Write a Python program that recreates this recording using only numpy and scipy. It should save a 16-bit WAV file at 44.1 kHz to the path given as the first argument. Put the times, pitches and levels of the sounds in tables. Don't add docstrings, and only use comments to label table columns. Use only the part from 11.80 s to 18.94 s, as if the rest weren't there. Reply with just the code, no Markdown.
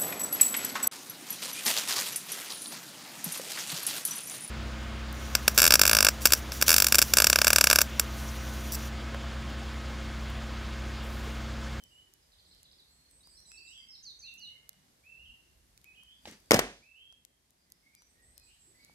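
import sys
import numpy as np
from scipy import signal
from scipy.io import wavfile

SR = 44100
rng = np.random.default_rng(int(sys.argv[2]) if len(sys.argv) > 2 else 0)


def master_out(mix):
    frames = np.transpose(np.atleast_2d(mix))
    ceiling = np.clip(frames, -1, 1)
    pcm = np.round(ceiling * 32767).astype(np.int16)
    wavfile.write(sys.argv[1], SR, pcm)


def natural_amplitude(level_db):
    exponent = np.asarray(level_db, float) / 20
    return 10 ** exponent


N = 314874
T = np.arange(N) / SR

# start_s, push_height (signed), push_hz, push_t60_s, crackle_db
SACK_BLOWS = [(4.7088, 0.42, 2200, 0.01, -12), (4.7094, 0.6, 430, 0.0089, -12),
              (4.7166, 0.42, 950, 0.0022, -11), (4.7174, -0.72, 535, .010, -11.5),
              (4.7334, 0.37, 440, 0.014, -23.5), (4.7369, 0.25, 450, 0.0053, -25.5),
              (4.7423, 0.51, 555, 0.014, -15), (4.7435, -0.24, 200, 0.019, -22),
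              (4.7462, .13, 700, .006, -22), (4.7605, .12, 600, 0.011, -28),
              (4.7675, 0.028, 800, .008, -30), (4.7912, -0.35, 546, 0.0085, -15)]
# freq_hz, density_db_per_hz
SACK_CRACKLE = [(530, -36), (900, -8), (2160, -6), (3040, -12.5), (4170, -9.5), (5650, -7.5), (7760, -15.5),
                (8870, -20), (11300, -16), (19000, -26)]
# freq_hz, density_db_per_hz
SACK_BODY = [(24, -35), (40, -14), (80, -27), (160, -4), (523, -1), (1710, -12), (1840, -5.5), (2140, -17),
             (2760, -15.5), (3830, -24), (5310, -26.5), (8570, -31), (11900, -33), (19000, -41)]
# freq_hz, t60_s
SACK_DECAY = [(60, .5), (150, .35), (500, 0.33), (1500, 0.31), (5000, 0.54), (12000, 0.16)]
# start_s, pitch_hz, level_db, t60_s
HEAVES = [
    (4.715, 158, -22.5, 0.043),
    (4.742, 112, -24, 0.14),
    (4.75, 49, -40, 0.47),
    (4.712, 280, -20, 0.077),
    (4.48, 310, -52.5, .15),
    (4.47, 75, -58.5, .2),
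]
# start_s, push_height (signed), push_hz, push_t60_s, crackle_db
STRING_BLOWS = [
    (4.4548, 0.0095, 820, 0.03, -39),
    (4.4732, -.012, 604, 0.022, -44),
    (4.4775, 0.0072, 420, 0.027, -50),
    (4.484, -.006, 302, 0.029, -59),
    (4.521, -0.0076, 261, 0.024, -59),
]
# freq_hz, density_db_per_hz
STRING_SLAP = [(530, -25), (900, -8), (1460, -36), (1910, -5.5), (3560, -1), (10800, -51), (15500, -40),
               (16500, -47)]
# freq_hz, density_db_per_hz
BOW_BODY = [(24, -32), (40, -7.5), (172, 2.5), (890, -13.5), (1190, -19), (1540, -10), (3080, -13.5),
            (4400, -19.5), (5330, -16.5), (12000, -31), (15600, -63), (22000, -120)]
# freq_hz, t60_s
BOW_DECAY = [(60, .2), (500, .2), (3000, .26), (12000, .15)]

# start_s, length_s, from_hz, held_hz, level_db
THRUSH_HELD = [(0, 0.068, 3150, 2994, -72.5), (.105, 0.098, 2790, 2930, -70),
               (1.712, .095, 2530, 2653, -63), (1.96, 0.064, 3370, 3127, -58),
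               (2.427, 0.059, 2330, 2740, -60), (2.49, 0.069, 2760, 2667, -58),
               (2.575, .15, 2740, 2890, -57), (2.735, 0.033, 3030, 2844, -70),
               (3.236, .154, 2250, 2660, -62.5), (4.04, .02, 2200, 2300, -76),
               (4.054, .093, 2460, 2530, -63), (5.02, .135, 2150, 2624, -67.5),
               (5.158, 0.034, 2803, 3030, -62.5), (5.196, 0.13, 3017, 3220, -63),
               (6.57, .11, 2500, 2540, -82)]
# start_s, length_s, from_hz, to_hz, level_db
THRUSH_GLIDES = [
    (1.815, .1, 2515, 2912, -63),
    (1.92, 0.027, 2930, 3350, -63),
    (3.396, 0.041, 2720, 2906, -62),
    (3.452, .06, 3220, 2700, -61),
    (4.16, .012, 3355, 2910, -72),
    (4.175, .06, 2879, 3250, -63),
    (4.262, .1, 2976, 3490, -68),
]
# start_s, length_s, from_hz, held_hz, level_db
WARBLER_HELD = [(1.405, .022, 4050, 3810, -70), (1.43, 0.088, 3950, 4850, -68),
                (1.518, .03, 4430, 4700, -69), (1.54, 0.05, 5000, 5500, -67.5),
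                (1.552, .02, 5100, 5300, -66), (1.59, .085, 5610, 5750, -69),
                (1.57, 0.033, 4390, 4200, -66.5), (1.62, .06, 5900, 6200, -81),
                (1.653, .014, 3850, 4000, -67), (1.665, 0.06, 4290, 4850, -63.5),
                (1.69, .08, 5200, 5350, -68), (1.75, .025, 3830, 3830, -65),
                (1.772, .05, 4140, 4680, -57.5), (1.845, .055, 4600, 4760, -66),
                (1.875, .1, 5300, 5750, -68.5), (1.87, .025, 4070, 3770, -67),
                (1.98, 0.077, 4650, 4740, -70)]
# start_s, length_s, from_hz, to_hz, level_db
WARBLER_GLIDES = [
    (2.085, 0.051, 5700, 4505, -56.5),
    (2.14, 0.027, 4700, 3830, -57.5),
    (2.15, 0.025, 5300, 5160, -61),
]
# offset_s, pitch_hz, level_db
FLOURISH_SHAPE = [
    (0, 6450, -61),
    (.008, 6200, -56),
    (.018, 6000, -56),
    (.023, 5400, -65),
    (.028, 4700, -55),
    (.06, 4150, -53),
    (.076, 3880, -54),
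    (.092, 3650, -55),
    (.1, 3500, -66),
]
# start_s, level_db, stretch
FLOURISH_STARTS = [
    (2.226, 0, 0.99),
    (2.389, -2.5, 1.05),
    (2.576, -5, 1.01),
]
# offset_s, pitch_hz, level_db
TRILL_SHAPE = [
    (0, 3650, -68),
    (.005, 4550, -68),
    (.01, 4750, -74),
    (.015, 4400, -68),
    (.022, 3850, -69),
    (.032, 3000, -78),
]
# start_s, level_db
TRILL_STARTS = [
    (.517, -1.5),
    (.583, -1),
    (.648, -.5),
    (.709, 1.5),
    (.773, 0),
    (.839, 1),
    (.911, 2),
    (.983, 1.5),
]
# start_s, length_s, from_hz, lowest_hz, level_db
BUZZ_NOTES = [
    (1.295, 0.13, 8700, 8050, -69.5),
    (1.49, 0.12, 8500, 8040, -70),
    (1.655, 0.12, 8680, 7690, -63),
    (1.835, 0.13, 8700, 7460, -64.5),
    (6.42, 0.142, 8670, 7950, -70),
    (6.635, 0.12, 7500, 7800, -70.5),
    (6.79, 0.14, 8080, 7670, -69.5),
]
# start_s, length_s, from_hz, to_hz, level_db
CHATTER_NOTES = [
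    (5.9, .14, 5010, 5200, -84),
    (6.54, .15, 5300, 4000, -72.5),
    (6.66, .08, 2650, 3200, -71.5),
    (6.7, .08, 4500, 4300, -77),
    (6.93, .1, 4700, 4500, -78),
]
# start_s, length_s, from_hz, to_hz, level_db
FAR_NOTES = [(.02, .16, 7900, 7350, -82), (.058, .018, 5900, 4950, -78), (.074, .03, 4950, 4700, -78),
             (.4, .018, 5800, 5100, -83), (.416, .028, 5100, 4850, -81), (.674, .035, 7900, 8250, -77),
             (1.08, .24, 4310, 4280, -75.5), (1.09, .11, 7330, 8800, -79.5), (1.98, .1, 2156, 2104, -80.5),
             (2.7, .086, 2155, 2120, -76), (4.27, .07, 4950, 4900, -89), (4.34, .11, 4900, 4700, -84),
             (4.5, .09, 4680, 4850, -78), (4.64, .075, 4780, 4570, -79), (4.97, .09, 4800, 4850, -88),
             (5.78, .05, 4970, 4870, -86), (5.86, .06, 2050, 1900, -84), (6.03, .09, 2180, 2150, -79),
             (6.12, .07, 2300, 2340, -78), (6.157, .04, 4830, 4880, -75), (6.17, .09, 5900, 5900, -77),
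             (6.25, .11, 7700, 8420, -84), (6.34, .17, 1830, 2040, -82), (6.55, .085, 4250, 4280, -80),
             (6.56, .02, 5250, 5100, -75), (6.69, .03, 2750, 3200, -77), (6.72, .05, 3250, 3250, -83),
             (6.945, .04, 1950, 2100, -81), (6.97, .06, 4500, 4440, -81), (6.99, .14, 2200, 2260, -76),
             (7.09, .05, 4800, 4700, -82)]

# start_s, peak_db, centre_hz, left_minus_right_db
FIRE_SPITS = [(0.0381, -45.5, 11200, 9.5), (0.338, -46.5, 9000, -7), (.749, -57.5, 7000, -0.2),
              (0.831, -46.5, 8000, -2), (.924, -57, 9000, 1), (1.604, -55, 7000, .1),
              (1.909, -58, 8000, -4), (2.311, -57, 9000, 5), (2.547, -57, 9000, 1.5),
              (2.553, -56, 11000, 1.5), (2.561, -57, 12000, 3), (2.931, -55.5, 5300, -3),
              (4.015, -56, 7000, -1), (4.66, -60, 6000, 2), (5.902, -54, 10000, -3),
              (1.0041, -60, 12500, -7), (1.312, -52, 7930, 2.5), (1.473, -50.5, 8160, 5.5),
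              (1.718, -48, 5160, 3), (1.9774, -54, 5300, 2), (2.54, -49.5, 11000, 3.5),
              (2.596, -50, 10000, 4.5), (2.8925, -35, 12000, -5.5), (2.893, -41, 7000, -6),
              (3.9774, -49.5, 9000, -6), (3.9765, -54, 3600, -5.5), (4.0435, -50, 11800, 9.5),
              (4.235, -52.5, 10600, 6.5), (4.5122, -45, 5190, 8), (4.603, -56, 9000, 7),
              (5.3254, -52, 5260, -0.5), (5.4506, -44, 6500, 10), (5.7066, -54, 8000, 2.5),
              (5.921, -41, 7300, 0.1), (6.151, -45.5, 7960, 2.5), (6.2217, -55.5, 5910, 10.5),
              (6.5796, -41.5, 8400, 8.5), (6.5984, -53, 7000, 1.5), (7.0482, -45.5, 8300, 1)]
# start_s, peak_db, centre_hz
FIRE_POPS = [
    (1.473, -60.5, 910),
    (1.718, -51.5, 1590),
    (2.8917, -54, 1900),
    (4.043, -56, 2190),
    (4.232, -62.5, 1050),
    (5.325, -64.5, 1050),
    (6.148, -62, 2080),
    (6.22, -61, 989),
    (7.097, -59, 585.7),
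]

# time_s, level_db
AIR_LEVEL = [
    (0, 0.5),
    (4.4, -0.55),
    (4.44, 4),
    (5.0, -1.5),
    (5.42, -5.5),
    (7.14, 1.5),
]
# centre_s, rise_db, half_width_s
RUMBLE_GUSTS = [
    (.7, 3.5, .4),
    (1.5, 5, 0.48),
    (2.4, 6.5, 0.11),
    (3.47, 19.5, 0.11),
    (3.78, 13, .25),
    (6.55, 8, 0.33),
    (7.14, 1, 0.31),
]
# freq_hz, density_db_per_hz
RUMBLE_SPECTRUM = [(15, -39), (25, -10), (38, -2.5), (59, 3.5), (102, -12.5), (200, -20), (260, -47),
                   (440, -120)]
# freq_hz, density_db_per_hz
MURMUR_SPECTRUM = [(53, -29.5), (90, -3), (278, -8), (393, -10.5), (467, -12), (1200, -22.5), (1560, -55),
                   (2640, -120)]
# freq_hz, density_db_per_hz
HISS_SPECTRUM = [(410, -30.5), (700, 0), (1300, -5), (1550, 0.5), (2810, -5), (3470, -2.5), (4890, -2),
                 (6710, -4.5), (10300, -3.5), (15000, -19.5), (16500, -26)]
# freq_hz, left_right_likeness
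AIR_LIKENESS = [(60, 0.94), (250, 0.99), (700, 0.4), (2000, 0.16), (6000, 0.03), (15000, 0.034)]


def rms_one(x):
    return x / np.sqrt(np.mean(x ** 2) + 1e-30)


def at_hz(points, hz):
    table = np.array(points)
    return np.interp(np.log(hz), np.log(table[:, 0]), table[:, 1])


def drift(rate_hz, size):
    knots = rng.standard_normal(int(size / SR * 400) + 3)
    position = np.arange(size) * (np.clip(rate_hz, .1, 399) / SR)
    return np.interp(position, np.arange(len(knots)), knots) * 1.22


def bands(spectrum, size, shape):
    white, out = rng.standard_normal((2, 2, size)), 0
    edges_hz = 25 * 2 ** np.arange(0, 9.6, .5)
    for k, (low, high) in enumerate(zip(edges_hz, edges_hz[1:])):
        hz = np.sqrt(low * high)
        if spectrum[0][0] < hz < spectrum[-1][0]:
            sos = signal.butter(2, [low, high], "band", fs=SR, output="sos")
            pair = signal.sosfilt(sos, white[k % 2])
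            out = out + natural_amplitude(at_hz(spectrum, hz)) * shape(hz, pair)
    return out


def tilt(left_db, right_db):
    return natural_amplitude(np.array([[left_db], [right_db]]))


def delay_sides(left, right, lag):
    return np.array([np.roll(left, max(lag, 0)), np.roll(right, max(-lag, 0))])


def place(x, lag, pan_db):
    return delay_sides(x, x, lag) * tilt(pan_db / 2, -pan_db / 2)


def add(out, start_s, x):
    i = int(start_s * SR)
    out[..., i:i + x.shape[-1]] += x[..., :N - i]


def strike(blows, crackle, body, body_t60, body_db, lag, alike, snap_t60, snap_grows, snap_pan_db):
    size = SR // 2
    t = np.arange(size) / SR
    out = np.zeros((2, N))

    rasp = rms_one(bands(crackle, size, lambda hz, pair: pair))
    uneven_db = 2.8 * rng.standard_normal(size // 16 + 1).repeat(16)[:size]
    rasp = rasp * natural_amplitude(uneven_db)
    rasp = np.sqrt(alike) * rasp[0] + np.sqrt(1 - alike) * np.array([rasp[1], rasp[1][::-1]])

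    dying = bands(body, size, lambda hz, pair: pair * natural_amplitude(-60 * t / at_hz(body_t60, hz)))
    dying = dying / np.sqrt(np.mean(dying[:, :SR // 50] ** 2)) * np.clip(t / .004, 0, 1)
    dying = dying[0] + np.diff(dying[1], prepend=0) * [[1.5], [-1.5]]

    push_low_cut = signal.butter(2, 130, "high", fs=SR, output="sos")
    for k, (start_s, height, hz, t60, snap_db) in enumerate(blows):
        push = height * np.sin(2 * np.pi * hz * t) * natural_amplitude(-60 * t / t60)
        push = signal.sosfilt(push_low_cut, push)
        decay_s = min(snap_t60 + snap_grows * (start_s - blows[0][0]), 1.9 * snap_t60)
        snaps = np.roll(rasp, -2000 * k, 1) * natural_amplitude(snap_db - 60 * t / decay_s) * np.clip(t / 0.00022, 0, 1)
        snaps = snaps * tilt(snap_pan_db, -snap_pan_db)
        add(out, start_s, push + snaps + abs(height) * natural_amplitude(body_db) * dying)
    return delay_sides(out[0], out[1], lag)


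def arrow_in_sack():
    hit = strike(SACK_BLOWS, SACK_CRACKLE, SACK_BODY, SACK_DECAY, body_db=-26, lag=-7.5, alike=0.55,
                 snap_t60=.012, snap_grows=.45, snap_pan_db=1.94)
    return hit * tilt(-.4, .4)


def heaves():
    out, t = np.zeros(N), np.arange(SR // 2) / SR
    for start_s, hz, db, t60 in HEAVES:
        rise = np.clip(t / 0.0037, 0, 1)
        add(out, start_s, natural_amplitude(db - 60 * t / t60) * rise * np.sin(2 * np.pi * hz * t))
    return out


def string_on_bow():
    return strike(STRING_BLOWS, STRING_SLAP, BOW_BODY, BOW_DECAY, body_db=-14.5, lag=4, alike=0.8,
                  snap_t60=0.023, snap_grows=0.011, snap_pan_db=0.0)


def holds(rows, slur_s, slur_hz_per_s, creep_hz_per_s, lead_db_per_khz, tail_db):
    notes = []
    for s, length, hz0, hz1, db in rows:
        leap_hz = abs(hz1 - hz0)
        slur = min(slur_s + leap_hz / slur_hz_per_s, .9 * length)
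        lead_db = lead_db_per_khz * leap_hz / 1000
        notes.append([(s, hz0, db + lead_db),
                      (s + .4 * slur, hz0 + 0.66 * (hz1 - hz0), db + .3 * lead_db),
                      (s + slur, hz1, db),
                      (s + length, hz1 + creep_hz_per_s * (length - slur), db + tail_db)])
    return notes


def slides(rows, lead_db, tail_db):
    return [[(s, hz0, db + lead_db), (s + length / 2, (hz0 + hz1) / 2, db), (s + length, hz1, db + tail_db)]
            for s, length, hz0, hz1, db in rows]


def legato(notes):
    notes = sorted(notes)
    phrases = [notes[0]]
    for note in notes[1:]:
        if 0 <= note[0][0] - phrases[-1][-1][0] < .015:
            phrases[-1] = phrases[-1] + note
        else:
            phrases.append(note)
    return phrases


def whistle(notes, wobble, flutter_db, rough):
    out = np.zeros(N)
    for note in notes:
        s, hz, db = np.transpose(note)
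        t = np.arange(s[0], s[-1], 1 / SR)
        pitch_hz = np.interp(t, s, hz) * (1 + wobble * drift(50, len(t)) + rough * drift(350, len(t)))
        fade = np.clip(np.minimum(t - s[0], s[-1] - t) / 0.003, 0, 1)
        level = natural_amplitude(np.interp(t, s, db) + 6.0 + flutter_db * drift(60, len(t)))
        add(out, s[0], fade * level * np.sin(2 * np.pi * np.cumsum(pitch_hz) / SR))
    return out


def thrush():
    held = holds(THRUSH_HELD, .02, 18000, 200, -21, -3)
    notes = legato(held + slides(THRUSH_GLIDES, -1.5, -2.5))
    return whistle(notes, wobble=.009, flutter_db=3.0, rough=.008)


def warbler():
    notes = holds(WARBLER_HELD, 0.0061, 61000, 1220, -2.5, -9.5) + slides(WARBLER_GLIDES, -2.2, -7.5)
    return whistle(notes, wobble=.008, flutter_db=3, rough=.022)


def flourish():
    notes = [[(start_s + s * stretch, hz, db + level_db) for s, hz, db in FLOURISH_SHAPE]
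             for start_s, level_db, stretch in FLOURISH_STARTS]
    song = whistle(notes, wobble=.006, flutter_db=2.5, rough=.012)
    return song + natural_amplitude(-9.5) * np.roll(song, int(.029 * SR))


def trill():
    notes = [[(start_s + s, hz * (.97 + k * .006), db + level_db) for s, hz, db in TRILL_SHAPE]
             for k, (start_s, level_db) in enumerate(TRILL_STARTS)]
    return whistle(notes, wobble=.01, flutter_db=3, rough=.06)


def buzz():
    notes = holds(BUZZ_NOTES, 0.0121, 79000, 4010, -10, -4.0)
    return whistle(notes, wobble=0.004, flutter_db=1.5, rough=0.0275)


def wood(x, wet_db):
    t60_s, high_t60_s, split_hz = .7, 0.5, 3710
    t = np.arange(SR) / SR
    white = rng.standard_normal((2, SR))
    low = signal.sosfilt(signal.butter(4, split_hz, fs=SR, output="sos"), white)
    tail = low * natural_amplitude(-60 * t / t60_s) + (white - low) * natural_amplitude(-60 * t / high_t60_s)
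    tail = tail * np.clip(t / 0.022, 0, 1) / np.sqrt(SR * .04)
    return natural_amplitude(wet_db) * signal.fftconvolve(x[None], tail, axes=1)[:, :N]


def birds():
    mellow, near, quick, rattle, high = thrush(), warbler(), flourish(), trill(), buzz()
    chatter = whistle(slides(CHATTER_NOTES, -2, -6), wobble=.02, flutter_db=4, rough=.08)
    far = whistle(slides(FAR_NOTES, -1.3, -4), wobble=.006, flutter_db=4, rough=.015)

    direct = place(mellow, 18.7, -4.5) + place(near + quick + natural_amplitude(1.2) * rattle, 20, -2.7)
    direct = direct + place(far, 16, -2.3) + place(high, 10, -5.5)

    scattered = natural_amplitude(0.4) * mellow + near + natural_amplitude(-3.5) * quick + natural_amplitude(1.5) * rattle
    scattered = scattered + chatter + natural_amplitude(0.5) * far + natural_amplitude(-3.5) * high

    late = natural_amplitude(-12) * np.roll(mellow, int(.047 * SR)) + natural_amplitude(-14) * np.roll(mellow + near, int(.083 * SR))
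    return direct + wood(scattered, wet_db=4.0) * tilt(-1.5, 1.5) + place(late, 18, -5.5)


def fire():
    out, t = np.zeros((2, N)), np.arange(SR // 50) / SR
    # start_s, peak_db, centre_hz, pan_db, t60_s, band_ratio
    rows = [(s, db, hz, pan_db, .006, 1.9) for s, db, hz, pan_db in FIRE_SPITS]
    rows = rows + [(s, db - 2.5, hz, -1.5, .012, 1.5) for s, db, hz in FIRE_POPS]
    for s, db, hz, pan_db, t60, ratio in rows:
        noise = rng.standard_normal(len(t))
        burst = (noise + 6.5 * (t == 0)) * natural_amplitude(-60 * t / t60)
        sos = signal.butter(2, [hz / ratio, min(hz * ratio, .45 * SR)], "band", fs=SR, output="sos")
        tick = signal.sosfilt(sos, burst)
        tick = np.pad(tick, (0, 20)) / np.abs(tick).max() * natural_amplitude(db + 9.5)
        lag = int(np.clip(8 - 2.5 * pan_db, -20, 20))
        add(out, s, place(tick, lag, pan_db))
    return out


def air():
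    air_level_db = np.interp(T, *np.transpose(AIR_LEVEL))
    gust_db = sum(db * np.clip(1 - abs(T - s) / width, 0, 1) for s, db, width in RUMBLE_GUSTS)
    together = drift(6.8, N)

    def layer(spectrum, patchy_db):
        def shape(hz, pair):
            alike = np.clip(at_hz(AIR_LIKENESS, hz), 0, 1)
            shared, own = np.sqrt(alike) * pair[0], np.sqrt(1 - alike) * pair[1]
            sides = np.array([np.roll(shared, 20) + own, shared + own[::-1]])
            return sides * natural_amplitude(patchy_db * (.5 * together + drift(10, N)))
        return rms_one(bands(spectrum, N, shape))

    rumble = natural_amplitude(-76.5 + gust_db + .9 * air_level_db) * layer(RUMBLE_SPECTRUM, patchy_db=0.3)
    murmur = natural_amplitude(-74.5 + 0.81 * air_level_db) * layer(MURMUR_SPECTRUM, patchy_db=2.5)
    hiss = natural_amplitude(-70 + air_level_db) * layer(HISS_SPECTRUM, patchy_db=0.4)
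    return rumble + murmur + hiss * tilt(-.3, .3)


def scene():
    return arrow_in_sack() + heaves() + string_on_bow() + birds() + fire() + air()


def roll_off(x):
    return signal.sosfilt(signal.butter(12, 17130, fs=SR, output="sos"), x)


def record(dry):
    rounded = 1.1 * np.tanh(dry / 1.1)
    mix = signal.sosfilt(signal.cheby2(10, 60, 17000, fs=SR, output="sos"), rounded)
    mix = signal.sosfilt(signal.butter(4, 33, "high", fs=SR, output="sos"), mix)
    return roll_off(mix)


dry = scene()
out = record(dry)
master_out(out)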